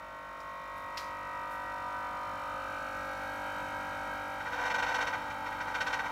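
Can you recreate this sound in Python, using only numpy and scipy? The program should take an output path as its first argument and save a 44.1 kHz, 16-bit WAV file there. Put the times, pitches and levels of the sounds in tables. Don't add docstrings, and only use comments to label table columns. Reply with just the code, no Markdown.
import sys
import numpy as np
from scipy import signal
from scipy.fft import rfft, irfft, next_fast_len
from scipy.io import wavfile
from scipy.ndimage import uniform_filter1d

SR = 44100
rng = np.random.default_rng(int(sys.argv[2]) if len(sys.argv) > 2 else 0)


def persist_wave(psi):
    counts = np.round(np.clip(psi, -1, 1) * 32767).astype(np.int16)
    wavfile.write(sys.argv[1], SR, np.atleast_2d(counts).T)


def gain_from_decibels(decibels):
    exponent = np.asarray(decibels, float) / 20
    return 10 ** exponent


N = 269451
SLOW_STEP = 40
BUZZ_DB, HUM_DB, HISS_DB = -50.5, -59.5, -67.5
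HUM_FOLLOWS, HISS_FOLLOWS = 0.67, 0.69


def in_time(rows):
    s, *columns = np.transpose(rows)
    return [np.interp(np.arange(N) / SR, s, c) for c in columns]


def at_hz(points, hz):
    points = np.array(points)
    return np.interp(np.log(hz), np.log(points[:, 0]), points[:, 1])


def rms_one(x):
    return x / np.sqrt(np.mean(x ** 2) + 1e-20)


def drift(rate_hz):
    r = np.exp(-2 * np.pi * SLOW_STEP * rate_hz / SR)
    settled = signal.lfilter([1], [1, -2 * r, r * r], rng.standard_normal(N // SLOW_STEP + 2001))[2000:]
    return rms_one(settled)


def flicker(depth_db, rate_hz):
    slow = gain_from_decibels(depth_db * drift(rate_hz))
    return np.interp(np.arange(N) / SLOW_STEP, np.arange(len(slow)), slow)


def colour(x, spectrum):
    size = next_fast_len(N)
    hz = np.maximum(np.fft.rfftfreq(size, 1 / SR), 10)
    return irfft(rfft(x, size) * gain_from_decibels(at_hz(spectrum, hz)), size)[:N]


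def band(x, low_hz, high_hz):
    return signal.sosfilt(signal.butter(2, [low_hz, high_hz], "band", fs=SR, output="sos"), x)


def resonance(x, hz, width_hz):
    r = np.exp(-np.pi * width_hz / SR)
    poles = [1, -2 * r * np.cos(2 * np.pi * hz / SR), r * r]
    return signal.lfilter([(1 - r * r) / 2, 0, (r * r - 1) / 2], poles, x + 1e-18)


def evened(x):
    return x / np.sqrt(uniform_filter1d(x ** 2, size=SR // 4) + 1e-20)


def steadied(x, share, size):
    local_power = uniform_filter1d(x ** 2, size=size) + 1e-20
    return x * (np.mean(x ** 2) / local_power) ** (share / 2)


# freq_hz [Hz], level_db [dB]
AIR = [(30, -24), (41, -10.5), (200, -14), (300, -13.5), (440, -20), (550, -32), (950, -20), (1550, -24),
       (1760, -34), (2350, -23), (3400, -30.5), (6000, -35.5), (9000, -40.5), (16000, -41)]
# freq_hz [Hz], width_hz [Hz], level_db [dB]
WHISTLES = [(6500, 44, 1), (6700, 40, -20), (7870, 85, -3), (8550, 35, -15), (9980, 69, -6),
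            (10750, 100, -7), (11620, 90, 0), (13400, 120, -4), (14900, 320, -20)]


def air(hiss_db, turns, whistle_db):
    noise = colour(rng.standard_normal(N), AIR)
    noise = noise / np.std(band(noise, 10280, 14000))
    top = band(noise, 1600, 20000)
    whistles = 0
    for hz, width_hz, db in WHISTLES:
        whistles += gain_from_decibels(db + whistle_db) * flicker(1.7, 0.55) * resonance(top, hz, width_hz)
    throb = 1 + 0.24 * np.sin(2 * np.pi * turns)
    return gain_from_decibels(hiss_db - 4.5) * (gain_from_decibels(-2.5) * (noise - top) + throb * (top + whistles))


# freq_hz [Hz], level_db [dB under the deep hum]
TONES = [(82, -12.5), (100, -33), (163, -7.5), (200, -9.5), (326, -9.5)]


def tones(hum_db):
    t = np.arange(N) / SR
    out = 0
    for hz, db in TONES:
        tone = np.sqrt(2) * np.sin(2 * np.pi * (hz * t + rng.random()))
        out += gain_from_decibels(db) * flicker(0.7, 5.2) * tone
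    return gain_from_decibels(hum_db) * out


# start_s [s], peak_db [dB], low_hz, the dullest part [Hz]
CLICKS = [
    (.402, -46, 5870),
    (0.767, -45, 9000),
    (0.778, -45, 9000),
    (0.972, -35.5, 1600),
    (0.976, -35, 3470),
    (1.508, -42, 8900),
    (1.52, -44, 8900),
    (1.532, -48, 8900),
]
# freq_hz [Hz], width_hz [Hz], level_db [dB]
CLICK_RINGS = [(2690, 19, -8), (3840, 70, -7), (4480, 33, -4), (4820, 18, -3), (4960, 62, -8),
               (5490, 77, -1), (6960, 93, -13), (7300, 59, -11)]
# freq_hz [Hz], density_db [dB per Hz]
CLICK_TONE = [(800, -11), (1800, 3.5), (2400, 0), (3600, -3), (4900, -1.5), (6000, -8.5), (9500, -19),
              (12600, -17), (16000, -23)]


def clicks(room_db, t60):
    t = np.arange(N) / SR
    noise = rms_one(colour(rng.standard_normal(N), CLICK_TONE))
    rings = sum(gain_from_decibels(db) * resonance(noise, hz, width_hz) for hz, width_hz, db in CLICK_RINGS)
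    snap = noise + gain_from_decibels(15.5) * rings
    out = np.zeros(N)
    for s, peak_db, low_hz in CLICKS:
        age = np.clip(t - s, 0, 1)
        direct = snap * gain_from_decibels(-60 * age / 0.035)
        tail = noise * gain_from_decibels(room_db - 60 * age / t60)
        sound = np.minimum(age / 0.0014, 1) * (direct + tail)
        out += gain_from_decibels(peak_db - 6.5) * band(sound, low_hz, 15000)
    return out


ROCK_S, ROCK_EVERY_S = 1.59, .1185
TAP_DB, TAP_GROWS_DB_PER_S, TAP_SCATTER_DB, WEAK_PAIR_DB = -43, 2, .7, -6


def light_taps(count):
    since = np.arange(count) * ROCK_EVERY_S
    weak = (np.arange(count) + 1) % 4 < 2
    scatter_db = TAP_SCATTER_DB * rng.standard_normal(count)
    out = np.zeros(N)
    at = ((ROCK_S + since) * SR).astype(int)
    out[at] = gain_from_decibels(TAP_DB + TAP_GROWS_DB_PER_S * since + scatter_db + WEAK_PAIR_DB * weak)
    return out


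def bounces(per_s):
    sizes = gain_from_decibels(5.3 * np.minimum(rng.exponential(1, N), 3)) * rng.choice([-1, 1], N)
    return rms_one(sizes * (rng.random(N) < per_s / SR))


# freq_hz [Hz], width_hz [Hz], level_db [dB]
SHEET = [(494.8, 10.5, -9.5), (677, 146, -20.5), (785.6, 7.7, -7), (842, 8.1, -21), (887.7, 11.3, -5),
         (907, 18, -8.5), (972, 9.3, -3.5), (1077, 13, -13), (1170, 16, -12.5), (1433, 17.5, -4),
         (1505, 7.8, 0.5), (1522, 8.4, 2.5), (1585, 14, -3.5), (1886, 16, -6.5), (1982, 6.8, -7),
         (2144, 13, -12), (2210, 18, -14), (2375, 44, -14.5), (2720, 26, -11), (3020, 150, -18.5),
         (3106, 18, -17), (3213, 28, -23), (3756, 19, -11.5), (4275, 59, -18), (5390, 100, -27),
         (5920, 18, -19), (6120, 69, -37), (6610, 350, -34.5), (7270, 170, -33)]
# start_s [s], peak_db [dB], brightness_db [dB], length_s [s]
KNOCKS = [(4.401, -26.5, -22, 0.013), (4.45, -30.5, -24, 0.036), (4.519, -31.5, -19, 0.031),
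          (4.58, -31, -29, 0.014), (4.624, -37, -26, 0.026), (4.649, -31.5, -17, 0.032),
          (4.698, -23.5, -17, 0.019), (4.74, -21, -17, 0.016), (4.782, -26, -15, 0.016),
          (4.8225, -21.5, -14.5, 0.013), (4.865, -27, -16, 0.014), (4.884, -31, -15, 0.018),
          (4.912, -33, -19, 0.015), (4.941, -27, -10.5, 0.021), (4.984, -28, -23, 0.025),
          (5.007, -26.5, -13, 0.021), (5.0654, -24.5, -14.5, 0.021), (5.126, -25, -23.5, 0.025),
          (5.184, -35, -35, 0.011), (5.2135, -36, -22, 0.013), (5.28, -45, -24, 0.012),
          (5.299, -32, -17, 0.018), (5.44, -41, -25, 0.015), (5.456, -29, -19, 0.022),
          (5.517, -30, -23, 0.016), (5.546, -36, -26, 0.012), (5.58, -38, -30, 0.012),
          (5.601, -26, -19, 0.02), (5.669, -33, -25, 0.02), (5.742, -21.5, -17.5, 0.019),
          (5.78, -29, -26, 0.012), (5.8035, -20.5, -13.5, 0.018), (5.8636, -22, -15.5, 0.02),
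          (5.9, -29, -19, 0.013), (5.925, -21, -15.5, 0.023), (5.9897, -18.5, -22, 0.013),
          (5.969, -32, -21, 0.015), (6.037, -27, -23, 0.015), (6.055, -28, -22, 0.014)]
# time_s [s], level_db [dB]
LOOSE = [(0, -53.5), (2.3, -55.5), (4.1, -45.5), (4.18, -46), (4.36, -60), (4.42, -44.5), (4.61, -29.5),
         (4.74, -31.5), (4.8, -29.5), (5.0, -30), (5.16, -37.5), (5.3, -41), (5.4, -44.5), (5.57, -42),
         (5.63, -43), (5.67, -37), (5.86, -35.5), (6.11, -37)]
UPPER_CHATTER_DB, UPPER_FOLLOWS = -50, 1.076
RING_S = 0.0074
STEADINESS, MODE_STEADINESS = 0.48, .85
KNOCK_RISE_S, LIFT_S = 0.0038, 0.0082
LIFT_SHARE, LIFT_MUTES = 0.69, .5


def sheet(turns, taps):
    dull, bright, lifted = np.zeros((3, N + 4000))
    age = np.arange(4000) / SR
    for s, peak_db, bright_db, length_s in KNOCKS:
        at = round((s - .002) * SR)
        burst = gain_from_decibels(peak_db) * np.minimum(age / KNOCK_RISE_S, 1) * np.exp(-(age / length_s) ** 4)
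        dull[at:at + 4000] += burst
        bright[at:at + 4000] += burst * gain_from_decibels(bright_db + 14.5)
        lifted[at - round(LIFT_S * SR):at] = np.clip(LIFT_SHARE * gain_from_decibels(peak_db + 20.5), 0, .9)
    dull, bright, lifted = dull[:N], bright[:N], lifted[:N]

    loose_db, = in_time(LOOSE)
    gate = 0.32 + 0.62 * np.sin(np.pi * (turns - .1)) ** 2
    gate = gate * (1 - uniform_filter1d(lifted, size=90))
    swing = gain_from_decibels(loose_db) * gate
    rasp = gain_from_decibels(UPPER_CHATTER_DB + UPPER_FOLLOWS * (loose_db + 40)) * gate

    contacts = bounces(per_s=9000)
    out = gain_from_decibels(-41) * band((bright + gain_from_decibels(19) * rasp) * contacts, 4400, 12400)
    groups = np.array([gain_from_decibels(-11.5) * band(contacts, 640, 1670),
                       gain_from_decibels(-13.5) * band(contacts, 1300, 2400),
                       gain_from_decibels(-10) * band(contacts, 2560, 6500)])
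    for k, (hz, width_hz, db) in enumerate(SHEET):
        sign = (-1) ** k
        mode = steadied(resonance(contacts, hz, width_hz), MODE_STEADINESS, size=1600)
        groups[(hz > 1100) + (hz > 2500)] += gain_from_decibels(db + 20) * sign * mode
        if 900 < hz < 2500:
            out += gain_from_decibels(db + 33) * sign * resonance(taps, hz, width_hz)

    drives = [gain_from_decibels(-20.5) * dull + gain_from_decibels(-3.5) * swing,
              gain_from_decibels(-9.5) * dull + gain_from_decibels(5) * rasp,
              gain_from_decibels(-17) * bright + gain_from_decibels(-6) * rasp]
    fade = np.exp(-1 / (RING_S * SR))
    muting = 1 - LIFT_MUTES * uniform_filter1d(lifted, size=200)
    for ringing, drive in zip(groups, drives):
        envelope = signal.lfilter([1 - fade], [1, -fade], drive)
        out += steadied(rms_one(ringing), STEADINESS, size=400) * envelope * muting
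    return out


# freq_hz [Hz], width_hz [Hz], level_db [dB]
UPPER = [(4140, 82, -13), (4310, 160, -7.5), (4696, 21, -6), (5020, 90, -9.5), (5440, 250, -12),
         (6840, 89, -14.5), (7800, 57, -28), (8030, 69, -15.5), (8500, 40, -25)]


def valves(turns, buzz_db, place):
    where = turns % 1 * 900
    bursts = rng.standard_normal((5, 900)) * (0.67 + np.exp(-np.arange(900) / 300))
    blow = 0
    for k, burst in enumerate(bursts):
        share = np.sqrt(np.clip(1 - abs(place - k), 0, 1))
        blow += share * np.interp(where, np.arange(900), burst, period=900)
    rings = 0
    for hz, width_hz, db in UPPER:
        ring = evened(resonance(blow, hz, width_hz)) * np.sqrt(width_hz)
        rings += gain_from_decibels(db) * flicker(1.2, 1) * ring
    return gain_from_decibels(buzz_db - 10 + 0.52 * np.minimum(place, 3)) * rms_one(rings)


# multiple [1], level_db [dB], gain_db, door to top [dB]
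DEEP = [(2, -8.5, 4), (3, -19.5, 18), (4, -14.5, 16), (5, -11.5, 4), (6, -5.5, 4.5), (7, -27, -8.5),
        (8, -28.5, -14), (9, -28, 2), (10, -13.5, -5.5)]
# level_db [dB], gain_db, door to top [dB],
# echo [share 0-1], nodes crossed on the way [count], first node [cycles]
BUZZ = [(-0.4, 0, 0.13, 1.87, 0.92), (-2, -1, 0.02, 1.31, 0.24), (-7, -14, 0.66, 0.33, 0.083),
        (-18, -13.5, 0.56, 0.77, 0.52), (-1.5, 4.5, 0.51, 1.11, 0.026), (-1, 10, 0.32, 1.9, 0.38),
        (-9.5, 2, 0.95, 0.98, 0.19), (-6.5, 0, 0.72, 1.07, 0.43), (8.5, 8, 0.78, 0.683, 0.59),
        (-1.5, -6.5, 0.83, 1.33, 0.055), (6.5, 20.5, 0.96, 0.375, 0.369), (-15.5, -20.5, 1, 2.31, 0.91),
        (-11.5, -14, 0.26, 3.2, 0.058), (-10.5, -7, 0.32, 2.53, 0.23), (1.3, -2.5, 0.62, 1.198, 0.17),
        (-2, -6.5, 0.54, 2.42, 0.13), (2.5, 4.5, 0.3, 2.375, 0.47), (-3.5, -6.5, 0.53, 1.13, 0.25),
        (3.5, 20, 0.44, 1.635, 0.39), (-10.5, -4, 0, 0.53, 1), (4, 5.5, 0.36, 2.61, 0.54),
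        (-9, 8, 0.2, 0.6, 0.77), (-1.4, 11, 0.62, 1.43, 0.76), (-6.5, 20, 0.25, 1.64, 0.45),
        (-12, -3, 0.46, 1.4, 0.31), (-16.5, 3, 0.2, 1.7, 0.97), (-31, 8, 0.8, 0.46, 0.23),
        (-20.5, -16, 0.35, 3.95, 0.79), (-11, -15.5, 0.56, 1.6, 0.98), (-21.5, -12.5, 0.6, 2.75, 0.27),
        (-16, -7, 0.74, 1.24, 1), (-22, -13.5, 0.74, 2.55, 0.94), (-18, -1, 0.6, 2.25, 0.99),
        (-11, 2, 0.8, 0.31, 0.15), (-10, 11, 0.42, 2.58, 0.77)]
# level_db [dB], gain_db [dB], echo [share 0-1], nodes [count], first node [cycles]
WHINE = [(-14.5, -5, 0.48, 0.93, 0.61), (-19.5, -1, 0.14, 1.7, 0.21), (-8.5, 2.5, 0.33, 0.93, 0.11),
         (-12, -3.5, 0.29, 2.22, 0.011), (-30.5, -17.5, 0.51, 2.75, 0.95), (-21.5, 2, 0.61, 2.53, 0.52),
         (-23.5, -1, 0.99, 1.14, 0.53), (-21.5, 2, 0.18, 4.4, 0.64), (-19.5, -4, 1, 2.44, 0.26),
         (-20, -2, 0.25, 1.4, 0.15), (-21, 1, 0.41, 2.8, 0.63), (-27, -7, 0.27, 3.8, 0.81),
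         (-45, 4, 0.19, 2.5, 0.33), (-13, 13, 0.37, 2.05, 0.96), (-28.5, 5, 0.45, 2, 0.84),
         (-37, 1, 0.36, 0.68, 1), (-25.5, -13, 0.68, 1.3, 0.27), (-14.5, 5.5, 0.55, 2.24, 0.85),
         (-14.5, 10, 0.32, 2.1, 0.85), (-24.5, 13, 0.69, 0.72, 0.8), (-19.5, 5, 1, 0.49, 0.32),
         (-44, 3, 1, 2.8, 0.94), (-41, -11, 0.4, 2.3, 0.52), (-40, 5, 0.33, 3.4, 0.22),
         (-55, -11, 0.27, 3.7, 0.32), (-39, -5, 0.61, 1.1, 0.6), (-30, -7, 0.52, 2.55, 0.74),
         (-41, -11.3, 0.55, 2.3, 0.47), (-28, -11.5, 0.22, 4.6, 0.31), (-22.5, 1, 0.35, 4.27, 0.31),
         (-25, -9, 0.39, 0.48, 0.27), (-17, 20, 0.8, 0.33, 0.26), (-22.5, 3, 0.85, 1.32, 0.63),
         (-21.5, 9, 0.49, 2.7, 0.19), (-34, 4, 0.81, 2, 0.65), (-31, -9.9, 0.37, 2.9, 0.097)]
# freq_hz [Hz], change_db [dB]
HAND_OFF = [(300, -0.5), (520, -3.5), (760, -4.5), (880, 7), (930, -2.5), (980, 1.5), (1200, 2.5),
            (1350, -4), (1600, -5.5), (1900, -0.5), (2400, -3), (3500, -1.5)]
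# multiple [1], change_db [dB]
JOLTED = [(19, 3), (20, 2), (27, -1.5), (28, -12), (29, -12), (30, -5), (32, 17), (33, 1.5), (39, -10),
          (40, 8)]
EASE_HUM_DB = -1.5
JOLT_S, JOLT_DB = .08, -49
SLOW_WANDER = .3
SWAY_TURNS, SHAKEN_TURNS = 0.063, 0.092
RATTLE_SHAKES = 1.57


def compressor(turns, way, near_db, ease, taps, wander_db, slant, smear):
    rows = [(db, gain_db, 0, 0, 0) for multiple, db, gain_db in DEEP] + list(BUZZ) + list(WHINE)
    count = len(rows) + 2
    phases = -np.pi * slant * np.arange(count) ** 2 + smear * rng.standard_normal(count)
    coarse, fine = np.arange(0, N, SLOW_STEP), np.arange(0, N, 5)
    climbed, near, eased = way[coarse], near_db[coarse], ease[coarse]
    shaken = eased * (1 + RATTLE_SHAKES * gain_from_decibels(in_time(LOOSE)[0][coarse] + 31.5))
    shaft_hz = SHAFT[-1][1]

    gains = [gain_from_decibels(HUM_DB + HUM_FOLLOWS * near + EASE_HUM_DB * eased)]
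    for k, (db, gain_db, echo, nodes, first) in enumerate(rows, 2):
        wave = 1 - np.clip(echo, 0, 1) * np.exp(2j * np.pi * (nodes * climbed - first))
        hand_db = eased * at_hz(HAND_OFF, k * shaft_hz)
        gains.append(wave * gain_from_decibels(BUZZ_DB + db + near + gain_db * (climbed - 1) + hand_db))

    touch = signal.fftconvolve(taps, np.hanning(round(JOLT_S * SR)))[coarse]
    jolt = np.tanh(touch / gain_from_decibels(JOLT_DB) / 3)
    jolted_db = dict(JOLTED)
    out = 0
    for k, gain in enumerate(gains, 1):
        gain = gain * (1 - (k > 40) * jolt * np.exp(1.1j * rng.standard_normal()))
        gain = gain * gain_from_decibels(jolted_db.get(k, 0) * jolt)
        wander = SLOW_WANDER * drift(2.0) + 0.77 * drift(12.2)
        gain = gain * gain_from_decibels(wander_db * min(k / 15, 1) * wander)
        sway = SWAY_TURNS * drift(0.51) + SHAKEN_TURNS * shaken * drift(9.5)
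        slip = min((k - 1) / 15, 1) * sway + np.unwrap(np.angle(gain)) / (2 * np.pi)
        cycles = k * turns[fine] + np.interp(fine, coarse, slip)
        level = np.interp(fine, coarse, abs(gain)) * np.sqrt(2)
        out += level * np.sin(2 * np.pi * cycles + phases[k])
    return signal.resample_poly(out, 5, 1)[:N]


# time_s [s], way from door to top [share 0-1], nearness_db to the compressor [dB]
PATH = [(0, 0.02, -9), (.5, 0.11, -7), (1, 0.22, -5), (1.5, 0.36, -3), (2, 0.45, -2), (2.5, 0.65, -1.5),
        (3, 0.84, 0), (3.5, 0.98, 1), (4.3, 0.96, 0), (5.2, 0.95, 0.5), (6.11, 1, 0)]
# time_s [s], speed_hz [Hz]
SHAFT = [
    (0, 48.9),
    (1.8, 48.89),
    (2.4, 48.84),
    (6.11, 48.85),
]
EASE_S, EASE_TAKES_S = 4.37, 0.07


def scene():
    way, near_db = in_time(PATH)
    turns = np.cumsum(in_time(SHAFT)[0]) / SR
    ease = np.clip((np.arange(N) / SR - EASE_S) / EASE_TAKES_S, 0, 1)
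    place = 3 * np.clip(way, 0, 1) + ease
    taps = light_taps(count=22)
    mix = air(HISS_DB + HISS_FOLLOWS * near_db + 0.48 * ease, turns, whistle_db=-3.5 + 11.3 * way - 6.6 * ease)
    mix = mix + tones(HUM_DB + HUM_FOLLOWS * near_db - 0.5)
    mix = mix + clicks(room_db=-5.5, t60=0.39)
    mix = mix + sheet(turns, taps)
    mix = mix + valves(turns, -55 + near_db - 3 * ease, place)
    mix = mix + compressor(turns, way, near_db, ease, taps, wander_db=1.9, slant=.06, smear=.5)
    return mix[None]


def roll_off(x):
    return signal.sosfilt(signal.butter(12, 15725, fs=SR, output="sos"), x)


def record(dry):
    mix = signal.sosfilt(signal.butter(4, 36, "high", fs=SR, output="sos"), dry)
    return roll_off(mix)


dry = scene()
out = record(dry)
persist_wave(out)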